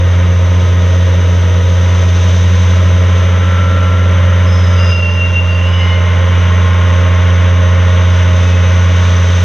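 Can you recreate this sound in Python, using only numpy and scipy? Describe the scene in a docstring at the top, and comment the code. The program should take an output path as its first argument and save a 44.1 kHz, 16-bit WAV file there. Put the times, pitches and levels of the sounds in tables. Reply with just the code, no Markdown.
"""Diesel shunter in a rail yard

A six-cylinder shunter hauls wagons slowly across the yard toward a camera's stereo microphone.
Its governed engine drones and rasps at the stack, valves clatter in the distance, air hisses, and
the gears whine higher as the train gathers pace. Halfway, wheel flanges squeal in the points and
echo off trees and wagons, and the level dips briefly. A bright hiss swells at the very end."""
import sys
import numpy as np
from scipy import signal
from scipy.fft import rfft, irfft, next_fast_len
from scipy.io import wavfile
from scipy.ndimage import map_coordinates

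SR = 44100
rng = np.random.default_rng(int(sys.argv[2]) if len(sys.argv) > 2 else 0)


def wav_out(sig):
    """Save sig, one row per channel (or a flat mono array), as 16-bit PCM at SR to the path in sys.argv[1]."""
    wavfile.write(sys.argv[1], SR, np.round(np.clip(np.atleast_2d(sig).T, -1, 1) * 32767).astype(np.int16))


N = 416304

# How alike the engine's noise is left and right. Each row: frequency in Hz, coherence from 0 to 1.
ENGINE_COHERENCE = [(30, .5), (120, 1), (250, 0.55), (500, .9), (1000, 0.87), (2000, 0.94), (4000, 0.97),
                    (6100, 1), (8000, 1)]
# Rise and fall of the valve clatter. Each row: time in seconds, relative level in dB.
CLATTER_DB = [(0, -31.5), (2.4, -31), (3.2, -28.6), (5.6, -28.5), (6.0, -26.5), (7.7, -27.5), (9.44, -27.8)]
CYLINDERS, SHAFT_START_HZ = 6, 22.38
SIDES = np.array([[0.5], [-0.5]])  # shares a left-minus-right difference between the channels


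def amp(db):
    """Decibels to gain."""
    return np.exp(np.asarray(db) * (np.log(10) / 20))


def along(points, hz):
    """Rows of frequency and value, read on a log axis."""
    freqs, values = np.transpose(points)
    return np.interp(np.log(hz + 1), np.log(freqs + 1), values)


def curve(points):
    """Rows of seconds and value, joined into one value per sample."""
    seconds, values = np.transpose(points)
    return np.interp(np.arange(N) / SR, seconds, values)


def wobble(rate):
    """A smooth random curve with rate knots a second."""
    coarse = np.arange(0, N + 64, 64)
    knots = rng.standard_normal(4096)
    return np.interp(np.arange(N), coarse, map_coordinates(knots, [coarse * rate / SR], mode="wrap"))


def turning(hz):
    """Angle of something that turns at hz."""
    return 2 * np.pi * np.cumsum(hz) / SR


def filtered(x, response):
    """x shaped by a complex response of frequency."""
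    size = next_fast_len(N + SR // 4, True)
    return irfft(rfft(x, size) * response(np.fft.rfftfreq(size, 1 / SR)), size)[..., :N]


def rush(spectrum, coherence, gate=1):
    """Stereo noise of rms 1, gated before it is coloured."""
    def colour(hz):
        spread = np.arccos(np.clip(along(coherence, hz), -1, 1)) / 2
        return amp(along(spectrum, hz)) * [np.cos(spread), np.sin(spread)]
    mid, side = filtered(gate * rng.standard_normal((2, N)), colour)
    stereo = np.array([mid + side, mid - side])
    return stereo / np.sqrt(np.mean(stereo ** 2))


def tone(angle, db):
    """A sine of the given rms level, starting anywhere in its cycle."""
    return np.sqrt(2) * amp(db) * np.sin(angle + rng.uniform(0, 2 * np.pi))


def engine_cycle():
    """Angle of the governed four-stroke cycle: every cylinder fires once a turn."""
    # Each row: time in seconds, firing rate in Hz.
    firing_hz = [(0, 88.68), (2.0, 88.78), (4.0, 89.16), (6.0, 88.84), (7.4, 89), (9.44, 88.77)]
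    return turning(curve(firing_hz)) / CYLINDERS


def engine_drone(cycle, waver_db=2.0, steady_db=0.1, sway_db=0.32, clatter_share=0.41):
    """Firing harmonics add up to one pulse per cylinder; the orders between come from the block."""
    # Engine tones. Each row: multiple of the cycle rate, level in dB.
    orders = [(5, -46.5), (6, -8), (7, -33.5), (8, -44.5), (9, -38), (10, -46.5), (11, -46.5), (12, -25),
              (18, -38.5), (26, -46.5), (27, -52), (29, -41.5), (30, -37), (32, -41.5), (33, -42.5),
              (34, -46), (35, -42), (36, -31.5), (40, -52), (42, -44.5), (43, -37), (44, -44.5),
              (51, -56.5), (54, -52), (62, -50), (70, -41.5), (84, -41.5), (127, -40.5)]
    # The drone leans slightly right for a while. Each row: time in seconds, left minus right in dB.
    lean_db = [(0, .35), (3, 0.4), (7, -0.7), (9.44, 0)]
    clatter_db = curve(CLATTER_DB)
    out = np.zeros(N)
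    for order, db in orders:
        angle = order * cycle
        if 30 <= order < 45:  # near the exhaust's peak, 440 to 650 Hz, tones follow the clatter
            db = db + clatter_share * (clatter_db - np.mean(clatter_db))
        if order in (CYLINDERS, 2 * CYLINDERS):  # the firm pressure wave from the stack
            depth_db = steady_db * order / (2 * CYLINDERS)
            out += np.sqrt(2) * amp(db + depth_db * wobble(11)) * np.sin(angle)
        elif order % CYLINDERS == 0:  # the pipe rings on each crest, wavering in the outdoor air
            out += np.sqrt(2) * amp(db + waver_db * wobble(4)) * np.cos(angle)
        else:
            out += tone(angle, db + waver_db * wobble(4))
    return out * amp(sway_db * wobble(2)) * amp(SIDES * curve(lean_db))


def exhaust_rasp(cycle, shaft_hz, start_db=-25.5, ease_db_per_hz=0.48, puff=0.33, lope=0.066):
    """Each firing puffs noise out of the stack; unequal cylinders make it lope once a cycle."""
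    # Each row: frequency in Hz, relative noise density in dB.
    spectrum = [(20, -15), (35, -1.5), (60, 4.5), (125, 3), (200, -2.5), (300, -2), (400, -5), (480, -2.5),
                (630, 0), (720, -9.5), (1000, -33.5), (2000, -69)]
    puffs = (1 + puff * np.cos(CYLINDERS * cycle)) * (1 + lope * np.cos(cycle))
    level_db = start_db - ease_db_per_hz * (shaft_hz - SHAFT_START_HZ)  # eases as the train speeds up
    return amp(level_db + 0.43 * wobble(5.8)) * rush(spectrum, ENGINE_COHERENCE, puffs)


def clatter_and_hiss(cycle, knock=0.15, throb=0.064):
    """Valve and injector clatter blurred by distance, and the hiss of air through the engine."""
    # Colour of each noise. Each row: frequency in Hz, relative noise density in dB.
    clatter_spectrum = [(400, -30.5), (700, -14), (860, 1.5), (1080, 2.5), (1280, 0.5), (1500, 3.5),
                        (1680, -0.5), (1950, 2), (2300, -1), (2550, -6.5), (2900, -1.5), (3800, -11),
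                        (4300, -41), (8000, -80.5)]
    hiss_spectrum = [(1500, -17.5), (2500, -4.5), (3000, -3), (3800, 1), (4000, -8), (4220, -6),
                     (4430, -15.5), (4700, -10), (5600, -9), (6120, 2.5), (6600, -12), (7000, -18),
                     (7600, -22), (10000, -39)]
    # Rise and fall of the hiss. Each row: time in seconds, relative level in dB.
    hiss_db = [(0, -40.5), (.8, -39.5), (1.7, -38.5), (2.35, -35), (3.9, -42), (4.75, -39), (5.3, -40),
               (7.6, -40), (8.8, -36), (9.44, -35)]
    knocks = 1 + knock * np.cos(2 * CYLINDERS * cycle)
    throbs = 1 + throb * np.cos(cycle) + throb / 2 * np.cos(CYLINDERS * cycle)
    clatter = rush(clatter_spectrum, ENGINE_COHERENCE, knocks)
    hiss = rush(hiss_spectrum, ENGINE_COHERENCE, throbs)
    clatter *= amp(curve(CLATTER_DB) + 4 + 0.5 * wobble(9))
    hiss *= amp(curve(hiss_db) + 5.5 + 0.57 * wobble(12))
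    return clatter + hiss


def flange_squeal(wander_hz=9, flutter_db=1.5, arch=0.53, ring_db=-11, t60=1.9,
                  twin_split=0.012, twin_db=-8.5):
    """A flange sticks and slips on the rail: twin wheel modes swell, beat, flutter and ring on."""
    # Bites on the rail. Each row: start in seconds, length in seconds, wheel mode in Hz, level in dB.
    bites = [(4.462, 0.18, 5120, -36), (4.622, 0.13, 5090, -39.5), (4.738, 0.098, 4900, -40),
             (4.771, 0.15, 2780, -25.5), (4.789, 0.23, 5020, -31.5), (4.79, .22, 9930, -61.5),
             (4.913, 0.075, 2770, -17.5), (4.9, .26, 4540, -47.5), (4.97, 0.17, 2757, -16.5),
             (5.1, 0.064, 5010, -36), (5.138, .14, 2763, -15.5), (5.33, 0.08, 2770, -15),
             (5.461, .23, 2757, -21.5), (5.49, .09, 4680, -43.5), (5.588, .16, 8030, -63),
             (5.579, 0.45, 2940, -27), (5.601, .36, 5050, -42), (5.781, 0.22, 4230, -47),
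             (5.77, 0.28, 2103, -25.5), (6.05, 0.11, 2100, -28), (8.33, 0.42, 2575, -35)]
    t, out = np.arange(N) / SR, np.zeros(N)
    drift = turning(wander_hz * wobble(110))
    flutter = amp(flutter_db * wobble(70))
    for start, length, hz, db in bites:
        sounding = (t > start) & (t < start + length + t60)
        age = t[sounding] - start
        bite = np.abs(np.sin(np.pi * np.minimum(age / length, 1))) ** arch  # smaller arch, flatter top
        ring = (age > length / 2) * amp(ring_db - 60 * np.maximum(age - length, 0) / t60)
        angle = 2 * np.pi * hz * age + drift[sounding] * (hz / 2100)  # higher modes wander more
        pair = tone(angle, db) + tone(angle * (1 + twin_split), db + twin_db)
        out[sounding] += flutter[sounding] * np.maximum(bite, ring) * pair
    return out


def shaft_speed(rise_hz_per_s=0.4975, cruise_s=13.3):
    """The transmission shaft, tied to the wheels, speeds up ever more gently toward its cruise."""
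    t = np.arange(N) / SR
    return SHAFT_START_HZ + np.cumsum(rise_hz_per_s * (1 - (t / cruise_s) ** 2)) / SR


def gear_whine(shaft_hz, waver_db=1.95, jitter_rad=0.0072):
    """Gear tones climb with the train's speed and swell as they cross the casing's resonances."""
    # Each row: meshes per shaft turn, level in dB before the casing lifts it.
    gear_tones = [(8, -38), (16, -45.5), (21, -39.5), (24, -40), (32, -56.5), (42, -41), (55, -47.5),
                  (56, -41.5)]
    # Gear case resonances. Each row: centre in Hz, width in Hz, lift in dB.
    casing = [(192, 14, 8), (368, 16, 7), (487, 20, 7), (588, 26, 7), (618, 10, 7), (1064, 70, 10),
              (1356, 24, 17)]
    shaft_angle, out = turning(shaft_hz), np.zeros(N)
    for meshes, db in gear_tones:
        tone_hz = meshes * shaft_hz
        lift_db = sum(lift / (1 + (2 * (tone_hz - hz) / width) ** 2) for hz, width, lift in casing)
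        angle = meshes * (shaft_angle + jitter_rad * wobble(14))
        out += tone(angle, db + lift_db + waver_db * wobble(4.5))
    return out


def fan(cycle, blades_per_cycle=85.6):
    """A belt-driven fan sings in step with the engine."""
    return tone(blades_per_cycle * cycle, db=-46 + 2 * wobble(2.9))


def yard_echo(x, level_db=-15.5):
    """Trees and wagons scatter the sound back; the high treble dies first."""
    # Each row: frequency in Hz, seconds to fade by 60 dB.
    decay = [(200, .5), (2500, 0.95), (10000, 0.11)]
    hz, t, noise = signal.stft(rng.standard_normal((2, SR // 2)), SR, nperseg=256)
    fade = amp(-60 * t / along(decay, hz)[:, None])
    tail = signal.istft(noise * fade, SR, nperseg=256)[1]
    tail /= np.linalg.norm(tail[0])
    return amp(level_db) * signal.fftconvolve(x[None], tail, axes=1)[:, :N]


def background_hiss():
    """A faint, even hiss lies under the train; a brighter one swells at the very end."""
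    # Course of each hiss. Each row: time in seconds, level in dB.
    even_db = [(0, -55.5), (1.5, -54.5), (5, -55), (9.44, -58.5)]
    swell_db = [(9.15, -83.5), (9.3, -57.5), (9.44, -46)]
    # Colour of each hiss. Each row: frequency in Hz, relative noise density in dB.
    even_spectrum = [(1000, -5.5), (8000, -2), (12000, -3), (15800, -5)]
    swell_spectrum = [(2000, -26), (5000, -6.5), (9000, -13.5), (14000, -32)]
    even = amp(curve(even_db)) * rush(even_spectrum, coherence=[(1000, 0.66)])
    swell = amp(curve(swell_db)) * rush(swell_spectrum, coherence=[(1000, 0.9)])
    return even + swell


def microphone_ports(x):
    """The two ports hear each frequency at a different level and phase."""
    # Each row: frequency in Hz, left minus right in dB.
    balance = [(30, 4.5), (100, -1.35), (170, -1.3), (300, -5), (510, -2.5), (860, -3), (1470, 1.3),
               (2500, 0.4), (4270, 2), (6000, 0)]
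    # Each row: frequency in Hz, phase lead of the left port in radians.
    lead = [(90, 0), (260, 0.26), (500, .7), (690, 0.88), (950, 0.62), (1890, 0.25), (2150, 0.49),
            (2670, 0.22), (3400, 0.15), (5170, 0.2), (7410, 0)]
    return filtered(x, lambda hz: amp(SIDES * along(balance, hz)) * np.exp(1j * SIDES * along(lead, hz)))


def level_dip(start_s=4.92, fall_s=0.015, hold_s=0.4, recover_s=1.05, left_db=-3.5, right_db=-2.5):
    """Gain of each channel: it drops at once, stays low a moment and creeps back."""
    corners = start_s + np.cumsum([0, fall_s, hold_s, recover_s])
    depth = np.interp(np.arange(N) / SR, corners, [0, 1, 1, 0])
    return amp(np.outer([left_db, right_db], depth))


def scene():
    """The train from across the yard, heard through two microphone ports over a faint hiss."""
    cycle, shaft_hz = engine_cycle(), shaft_speed()
    squeal = flange_squeal()
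    tones = engine_drone(cycle) + gear_whine(shaft_hz) + fan(cycle)
    noises = exhaust_rasp(cycle, shaft_hz) + clatter_and_hiss(cycle)
    return microphone_ports(tones + noises + squeal + yard_echo(squeal)) + background_hiss()


def record(dry):
    """The level dips briefly; the camera rounds off the highest peaks and cuts the top treble."""
    full_scale, top_hz = 0.97, 15780
    dipped = dry * level_dip()
    rounded = dipped / (1 + (dipped / full_scale) ** 20) ** (1 / 20)
    return filtered(rounded, lambda hz: hz < top_hz)


dry = scene()
out = record(dry)
wav_out(out)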